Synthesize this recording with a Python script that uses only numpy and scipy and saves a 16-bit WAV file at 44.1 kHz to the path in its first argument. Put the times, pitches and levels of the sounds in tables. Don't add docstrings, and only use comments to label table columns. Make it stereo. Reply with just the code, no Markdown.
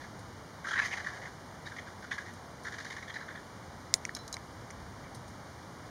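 import sys
import numpy as np
from scipy import signal
from scipy.fft import rfft, irfft
from scipy.io import wavfile
from scipy.ndimage import uniform_filter1d, map_coordinates

SR = 44100
rng = np.random.default_rng(int(sys.argv[2]) if len(sys.argv) > 2 else 0)


def dump(signal):
    limited = np.clip(np.atleast_2d(signal).T, -1, 1)
    pcm = np.round(limited * 32767).astype(np.int16)
    wavfile.write(sys.argv[1], SR, pcm)


N = 260170


# t/s, length/s, level/dB, throat f/Hz, 2nd stroke re 1st/dB, extra hiss/dB, beak re throat/dB, beak f/Hz
CALLS = [(0.005, 0.051, -52, 1780, -1, 4, -17, 3530), (0.642, 0.025, -40, 1640, 0, -4, -30, 3400),
         (0.667, 0.013, -36, 1520, 0, -0.5, -20, 3400), (0.683, 0.011, -37, 1630, 0, 3, -15, 3400),
         (0.708, .037, -32.5, 1620, 2, -3.5, -15, 3270), (0.755, 0.0088, -33, 1790, 0, -9, -26, 3400),
         (.763, 0.0086, -33.5, 1980, 0, -5, -20, 3430), (0.776, .008, -30.5, 2010, 0, -11, -17, 4000),
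         (0.785, 0.018, -26.5, 1720, 0, -7, -21, 4030), (0.816, 0.026, -36, 2130, 0, 0, -22, 4100),
         (0.845, 0.026, -34.5, 1990, 0, 3, -18, 6300), (0.908, 0.017, -38.5, 2070, 2, 0.5, -25, 6300),
         (0.922, 0.023, -34.5, 2070, 8, -0.5, -26, 6460), (0.97, 0.042, -41, 1740, -2, 1.5, -22, 4060),
         (1.041, 0.011, -41.5, 1810, 4, 1.5, -26, 3500), (1.062, .018, -35, 1760, 0, -5, -28, 4000),
         (1.082, 0.0064, -40, 1820, 0, -1, -26, 3470), (1.123, 0.064, -48, 1760, 2, 2.5, -38, 3500),
         (1.215, 0.065, -46.5, 1860, 3, 0, -36, 3500), (1.656, 0.021, -43.5, 1830, 0, 2, -8, 3840),
         (1.711, 0.02, -47, 1580, 0, -1, -18, 3500), (1.762, 0.037, -43.5, 1970, 6, -1.5, -16, 3400),
         (1.864, 0.026, -49.5, 1690, 3, 1, -18, 3500), (2.023, .029, -48, 1580, 4, 1, -24, 3500),
         (2.110, 0.023, -35, 1823, 0, -0.5, -12.5, 3460), (2.179, 0.012, -36.5, 1750, 0, -1.5, -27, 3500),
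         (2.256, 0.043, -50, 1880, -1, 2, -26, 3500), (2.647, .012, -42, 1761, 0, 2, -15, 3550),
         (2.662, 0.025, -40.5, 1680, 0, -0.5, -18, 3520), (2.721, 0.03, -44, 1780, 1, 4, -18, 3550),
         (2.783, 0.029, -42.5, 1740, 1, 4, -15, 3700), (2.846, 0.027, -44, 1820, -3, 5.5, -17, 4020),
         (2.901, 0.03, -42, 1878, 0, 2, -18, 3600), (2.964, .028, -42.5, 1890, -4, -1.5, -19, 3600),
         (3.024, 0.012, -44, 2120, 0, -0.5, -14, 3900), (3.075, 0.035, -44.5, 1840, 4, -2, -6, 3360),
         (3.139, 0.009, -44, 1900, -7, 5.5, -7, 4020), (3.154, 0.017, -38.5, 1919, 0, -7, -14, 3970),
         (3.204, 0.029, -46.5, 1770, -3, -3, -13, 4020), (3.281, 0.036, -45, 1780, -3, -11, -13, 3450),
         (3.351, 0.036, -48.5, 1750, -5, -17, -9.5, 3450), (5.039, 0.031, -54, 2086, 0, -14, -26, 3500)]

def vultures(lead_s=0.00099):
    voice = np.zeros(N)
    for s, length_s, db, throat_hz, second_db, hiss_db, beak_db, beak_hz in CALLS:
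        for delay_s, push_s, push_db, air_db in strokes(length_s, db, second_db):
            stroke = rasp(push_s, throat_hz, air_db + hiss_db, beak_db, beak_hz)
            add(voice, s + delay_s - lead_s, undb(push_db) * stroke)
        add(voice, s - lead_s, undb(db) * undertone(length_s, throat_hz, hiss_db, beak_db, beak_hz))
    direct = np.array([np.roll(voice, 1), voice])
    return direct * sides(left_db=-7.5) + woodland(voice) * sides(left_db=0.5)


def strokes(length_s, db, second_db, split_from_s=0.027, catch_s=0.0053, opening_hiss_db=4):
    def hiss_db(push_db):
        return -13.5 + 0.0764 * (push_db + 42)

    if length_s < split_from_s:
        return [(0.00051, length_s, db, hiss_db(db))]
    half_s = (length_s - catch_s) / 2
    early_db, late_db = db - second_db / 2, db + second_db / 2
    return [(0, half_s, early_db, hiss_db(early_db) + opening_hiss_db),
            (half_s + catch_s, half_s, late_db, hiss_db(late_db))]


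# f/Hz, level/dB
WINDPIPE_SPECTRUM = [(200, -38), (500, -21), (850, 3.5), (1130, 17.5), (1380, 6), (2200, -62)]
# f/beak_hz, width/Hz, level/dB
BEAK_MODES = [(1, 544, 2.5), (1.19, 500, -6.5), (1.9, 700, -13.5)]
# f/Hz, level/dB
BEAK_HISS = [(1000, -12), (2700, 0), (3400, -1.5), (5000, -2), (6500, -2), (8800, -13), (11000, -20.5),
             (15000, -40)]

def rasp(length_s, throat_hz, hiss_db, beak_db, beak_hz, pipe_db=-11.5, edge_s=0.0022):
    end_s = length_s + edge_s
    t = np.arange(int((end_s + 0.0062) * SR)) / SR
    gate = np.clip(t / edge_s, 0, 1) * np.clip((end_s - t) / edge_s, 0, 1)
    push = gate * (2 + np.sin(np.pi * np.minimum(t / end_s, 1)))
    slaps, puffs = flutter(t)
    drive = push * (6 * slaps + puffs)
    skirt = steep(drive, throat_hz, width_hz=1450)
    throat = sag(resonate(skirt, throat_hz, width_hz=320), length_s)
    pipe_shift = np.exp(0.1 * rng.standard_normal())
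    _, pipe_puffs = flutter(t)
    windpipe = colour(push * pipe_puffs, [(hz * pipe_shift, db) for hz, db in WINDPIPE_SPECTRUM])
    beak = sum(undb(db) * unit(steep(drive, ratio * beak_hz, width_hz))
               for ratio, width_hz, db in BEAK_MODES)
    hiss = colour(drive, BEAK_HISS)
    sound = (unit(throat) + undb(pipe_db) * unit(windpipe)
             + undb(hiss_db) * unit(hiss) + undb(beak_db) * unit(beak))
    return sound * np.sqrt(length_s / t[-1])


def flutter(t, rate_hz=260, close_s=0.0045, jitter=0.25, scatter_db=1.5, turbulence=0.9):
    timing, strength = rng.standard_normal((64, 2)).T
    starts_s = np.cumsum(np.exp(jitter * timing)) / rate_hz
    starts_s -= starts_s[0]
    cycle = np.searchsorted(starts_s, t, side="right") - 1
    size = undb(scatter_db * strength[cycle])
    slaps = size * (np.diff(cycle, prepend=-1) > 0)
    airflow = size * (np.exp(-(t - starts_s[cycle]) / close_s) + turbulence)
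    return slaps, airflow * rng.standard_normal(len(t))


def sag(x, length_s, mean_log=0.06, scatter_log=0.09):
    t = np.arange(len(x)) / SR
    fall_log = mean_log + scatter_log * rng.standard_normal()
    speed = np.exp(fall_log * (0.5 - np.minimum(t / length_s, 1)))
    return map_coordinates(x, [np.cumsum(speed)], order=3)


def undertone(length_s, throat_hz, hiss_db, beak_db, beak_hz, trail_s=0.055, gain_db=-9.5, bright_db=-4):
    air = rasp(length_s + trail_s, throat_hz, bright_db + hiss_db, bright_db + beak_db, beak_hz)
    after_s = np.arange(len(air)) / SR - length_s
    return undb(gain_db) * air * np.clip(1 - after_s / trail_s, 0, 1)


def woodland(x, near_db=-11, near_t60_s=0.04, far_db=-12, far_t60_s=0.75):
    t = np.arange(SR) / SR
    echoes = 0
    for db, t60_s in [(near_db, near_t60_s), (far_db, far_t60_s)]:
        tail = rng.standard_normal((2, len(t))) * decay(t, t60_s)
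        echoes += undb(db) * unit(tail) / np.sqrt(len(t))
    return signal.fftconvolve(x[None], echoes, axes=1)[:, :N]


# f/Hz or f/pitch, rise/s, level/dB
BODY_MODES = [(1, 0.00066, -2), (.86, 0.00023, -15.5), (.34, 0.001, -23)]
SNAP_MODES = [(1, 0.00037, 1), (1.09, 0.0005, -5.5)]
TOP_MODES = [(8620, 0.00038, -8.5), (14900, 0.00018, -39)]
HARD_MODES = [(6830, 0.00041, 4), (3870, 0.00086, -12.5), (3400, 0.00027, -41)]
# f/Hz, level/dB
RATTLE_SPECTRUM = [(1000, -7), (3000, -15), (5700, -13), (6600, 0), (7800, -7), (9500, -6), (11000, -14),
                   (13000, -30)]
# t/s, body level/dB, body f/Hz, snap level/dB, snap f/Hz, left re right/dB
KNOCKS = [(3.9400, -12, 2100, -0.5, 5250, -15), (4.0520, -16.5, 2170, -18, 5900, -22),
          (4.0929, -18, 1830, -39, 4100, -27), (4.3679, -22.5, 2140, -30.5, 5100, -20),
          (4.7047, -29, 2100, -35, 5700, -19), (4.7092, -46, 2076, -30, 6240, -8)]

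def knocks(bounce_s=0.0031, bounce_db=-20, lag_samples=4, hard_db_per_db=7.5):
    rattle_db, rattle_left_db, rattle_rise_s, rattle_t60_s = -27, -12, 0.006, 0.078
    grain_samples, scatter_db = 90, 3
    out, t = np.zeros((2, N)), np.arange(SR // 10) / SR
    fade = np.minimum(t / rattle_rise_s, 1) * decay(t, rattle_t60_s)
    for s, body_db, body_hz, snap_db, snap_hz, left_db in KNOCKS:
        hard = undb(hard_db_per_db * snap_db) * ring(t, HARD_MODES)
        snap = ring(t, SNAP_MODES, snap_hz) + ring(t, TOP_MODES) + hard
        blow = undb(body_db) * ring(t, BODY_MODES, body_hz) + undb(snap_db) * snap
        direct = np.array([undb(left_db) * np.roll(blow, lag_samples), blow])
        grains = undb(scatter_db * rng.standard_normal(len(t) // grain_samples + 1))
        crackle = np.repeat(grains, grain_samples)[:len(t)] * rng.standard_normal((2, len(t)))
        rattle = fade * unit(colour(crackle, RATTLE_SPECTRUM)) * undb([[rattle_left_db], [0]])
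        add(out, s, direct + undb(snap_db + rattle_db) * rattle)
        add(out, s + bounce_s, undb(bounce_db) * direct)
    return out


def ring(t, modes, pitch=1):
    return sum(undb(db) * t / rise_s * np.exp(1 - t / rise_s) * np.sin(2 * np.pi * pitch * f * t)
               for f, rise_s, db in modes)


# f/Hz, level/dB
CRACK_SPECTRUM = [(500, -16), (3200, -14), (4000, -2), (5300, 3), (6800, 5), (9000, -7), (12000, -12),
                  (14000, -40)]
THUD_SPECTRUM = [(300, -8), (1200, -2), (3000, -5), (6000, -35)]
# f/Hz, level/dB
TICK_LOW_MODES = [(4010, 2.5), (4240, -9)]
TICK_HIGH_MODES = [(5320, 0), (5720, -18), (6600, -4), (8300, -12)]
# t/s, crack level/dB, thud level/dB, low ring level/dB, high ring level/dB, ring t60/s
TICKS = [(4.1491, -33, -55, -45, -39, 0.06), (4.1644, -43, -40, -45, -56, 0.02),
         (4.1685, -42, -36.5, -36.5, -52, 0.018), (4.188, -56, -58, -51, -53, 0.24),
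         (4.278, -38.5, -56, -43, -55, 0.018), (4.3266, -33, -55, -38.5, -37, 0.066),
         (4.3408, -35, -39, -30, -35, 0.016)]

def ticks(rise_s=0.001, crack_s=0.0022, crack_boost_db=3, rattle_s=0.011, rattle_db=-15):
    out, t = np.zeros((2, N)), np.arange(SR // 4) / SR
    rise = np.minimum(t / rise_s, 1)
    fade = np.exp(-np.maximum(t - rise_s, 0) / crack_s) + undb(rattle_db) * np.exp(-t / rattle_s)

    def burst(spectrum):
        return fade * noise((2, len(t)), spectrum)

    def tone(modes):
        return sum(undb(db) * np.sin(2 * np.pi * hz * t + np.pi * rng.random((2, 1))) for hz, db in modes)

    for s, crack_db, thud_db, low_db, high_db, t60_s in TICKS:
        crack = undb(crack_db + crack_boost_db) * burst(CRACK_SPECTRUM)
        thud = undb(thud_db) * burst(THUD_SPECTRUM)
        rings = undb(low_db) * tone(TICK_LOW_MODES) + undb(high_db) * tone(TICK_HIGH_MODES)
        add(out, s, rise * (crack + thud + rings * decay(t, t60_s)))
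    return out * sides(left_db=-2.5)


# f/Hz, level/dB
WING_SPECTRUM = [(150, -13), (400, -8), (680, 4), (1100, -9), (2500, -26), (8000, -48)]
# t/s, length/s, level/dB
WINGBEATS = [(.7, 0.42, -53.5), (1.06, 0.27, -51)]

def wings():
    out = np.zeros((2, N))
    for s, length_s, db in WINGBEATS:
        air = noise(int(length_s * SR), WING_SPECTRUM)
        add(out, s, undb(db) * air * np.hanning(len(air)))
    return out * sides(left_db=-4)


# f/Hz, level/dB
LEAF_SPECTRUM = [(1500, -14), (3500, 0), (6000, 6), (9500, 3), (12000, -11), (15000, -18)]
# t/s, level/dB
TWIG_SNAPS = [(0.191, -52.5), (1.462, -58), (2.335, -51), (2.635, -51), (5.147, -44.5), (5.28, -51)]

def twigs(decay_s=0.015):
    out, t = np.zeros((2, N)), np.arange(SR // 10) / SR
    for s, db in TWIG_SNAPS:
        add(out, s, undb(db) * np.exp(-t / decay_s) * noise((2, len(t)), LEAF_SPECTRUM))
    return out * sides(left_db=-4)


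def leaf_litter(grains_per_s=16, decay_s=0.013, gain_db=-52):
    out, t = np.zeros((2, N)), np.arange(SR // 50) / SR
    for when, size, pitch in rng.random((int(grains_per_s * N / SR), 3)):
        burst = rng.standard_normal((2, len(t))) * np.exp(-t / decay_s)
        grain = steep(burst, hz=3000 + 3000 * pitch, width_hz=6300)
        add(out, when * N / SR, undb(gain_db) * size * grain)
    return out * sides(left_db=-5)


# f/Hz, density/(dB per Hz)
AIR_SPECTRUM = [(22, -104), (40, -86), (60, -78.5), (78, -75), (92, -71), (115, -73.5), (220, -77),
                (400, -81.5), (950, -79.5), (2000, -85.5), (3300, -94.5), (6600, -95.5), (8800, -102),
                (12000, -110.5), (15500, -114.5)]
# t/s, level/dB
RUMBLE_GAIN = [(0, 0.5), (.3, 1.5), (.7, -2), (2.0, -1), (2.8, -3), (4.3, 2), (4.8, 4.5), (5.9, 1)]
# f/Hz, left-right coherence/(0-1), left re right/dB
AIR_IMAGE = [(100, 0.99, -3), (294, 0.93, -2), (646, 0.64, -2.5), (1410, 0.26, -4.5), (2750, 0.05, -4.5),
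             (6800, 0.77, -9.5), (12000, 0.3, 3)]

def outdoor_air(rumble_hz=130):
    white = rng.standard_normal((2, N)) * np.sqrt(SR / 2)
    air = colour(white, AIR_SPECTRUM)
    rumble = irfft(rfft(air) / (1 + (bins(air) / rumble_hz) ** 4), N)
    swell = undb(np.interp(np.arange(N) / SR, *np.transpose(RUMBLE_GAIN)))
    air = air - rumble + rumble * swell
    coherence, left_db = along(AIR_IMAGE, bins(air))
    mid, side = rfft(air) * np.sqrt([(1 + coherence) / 2, (1 - coherence) / 2])
    return irfft(np.array([mid + side, mid - side]) * sides(left_db), N)


def undb(db):
    return 10 ** (np.asarray(db) / 20)


def unit(x):
    return x / np.sqrt(np.mean(x ** 2) + 1e-18)


def decay(t, t60_s):
    return np.exp(-np.log(1000) * t / t60_s)


def bins(x):
    return np.maximum(np.fft.rfftfreq(x.shape[-1], 1 / SR), 1)


def along(table, hz):
    knots_hz, *columns = np.transpose(table)
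    return [np.interp(np.log(hz), np.log(knots_hz), column) for column in columns]


def colour(x, spectrum):
    return irfft(rfft(x) * undb(along(spectrum, bins(x))[0]), x.shape[-1])


def noise(shape, spectrum):
    return unit(colour(rng.standard_normal(shape), spectrum))


def resonate(x, hz, width_hz):
    return signal.lfilter(*signal.iirpeak(min(hz, 0.45 * SR), hz / width_hz, fs=SR), x)


def steep(x, hz, width_hz):
    return resonate(resonate(x, hz, width_hz), hz, width_hz)


def sides(left_db):
    ratio = undb(np.atleast_1d(left_db))
    return np.array([ratio, np.ones_like(ratio)]) * np.sqrt(2 / (1 + ratio ** 2))


def add(out, s, x):
    i = int(s * SR)
    out[..., i:i + x.shape[-1]] += x[..., :out.shape[-1] - i]


def scene():
    return outdoor_air() + leaf_litter() + twigs() + wings() + knocks() + ticks() + vultures()


# f/Hz, width/Hz, threshold/dB
GATED_BANDS = [(2603, 397, -47.5), (7713, 770, -48.5)]

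def record(dry, top_hz=15750):
    for hz, width_hz, threshold_db in GATED_BANDS:
        notch = signal.iirnotch(hz, hz / width_hz, fs=SR)
        cut = signal.lfilter(*notch, signal.lfilter(*notch, dry))
        power = uniform_filter1d(steep(dry, hz, width_hz) ** 2, size=SR // 50, axis=-1)
        opening = power ** 2 / (power ** 2 + undb(threshold_db) ** 4)
        dry = cut + (dry - cut) * opening
    lowpass = signal.ellip(10, 0.1, 70, top_hz, fs=SR, output="sos")
    return signal.sosfilt(lowpass, np.clip(dry, -1, 1))


dry = scene()
out = record(dry)
dump(out)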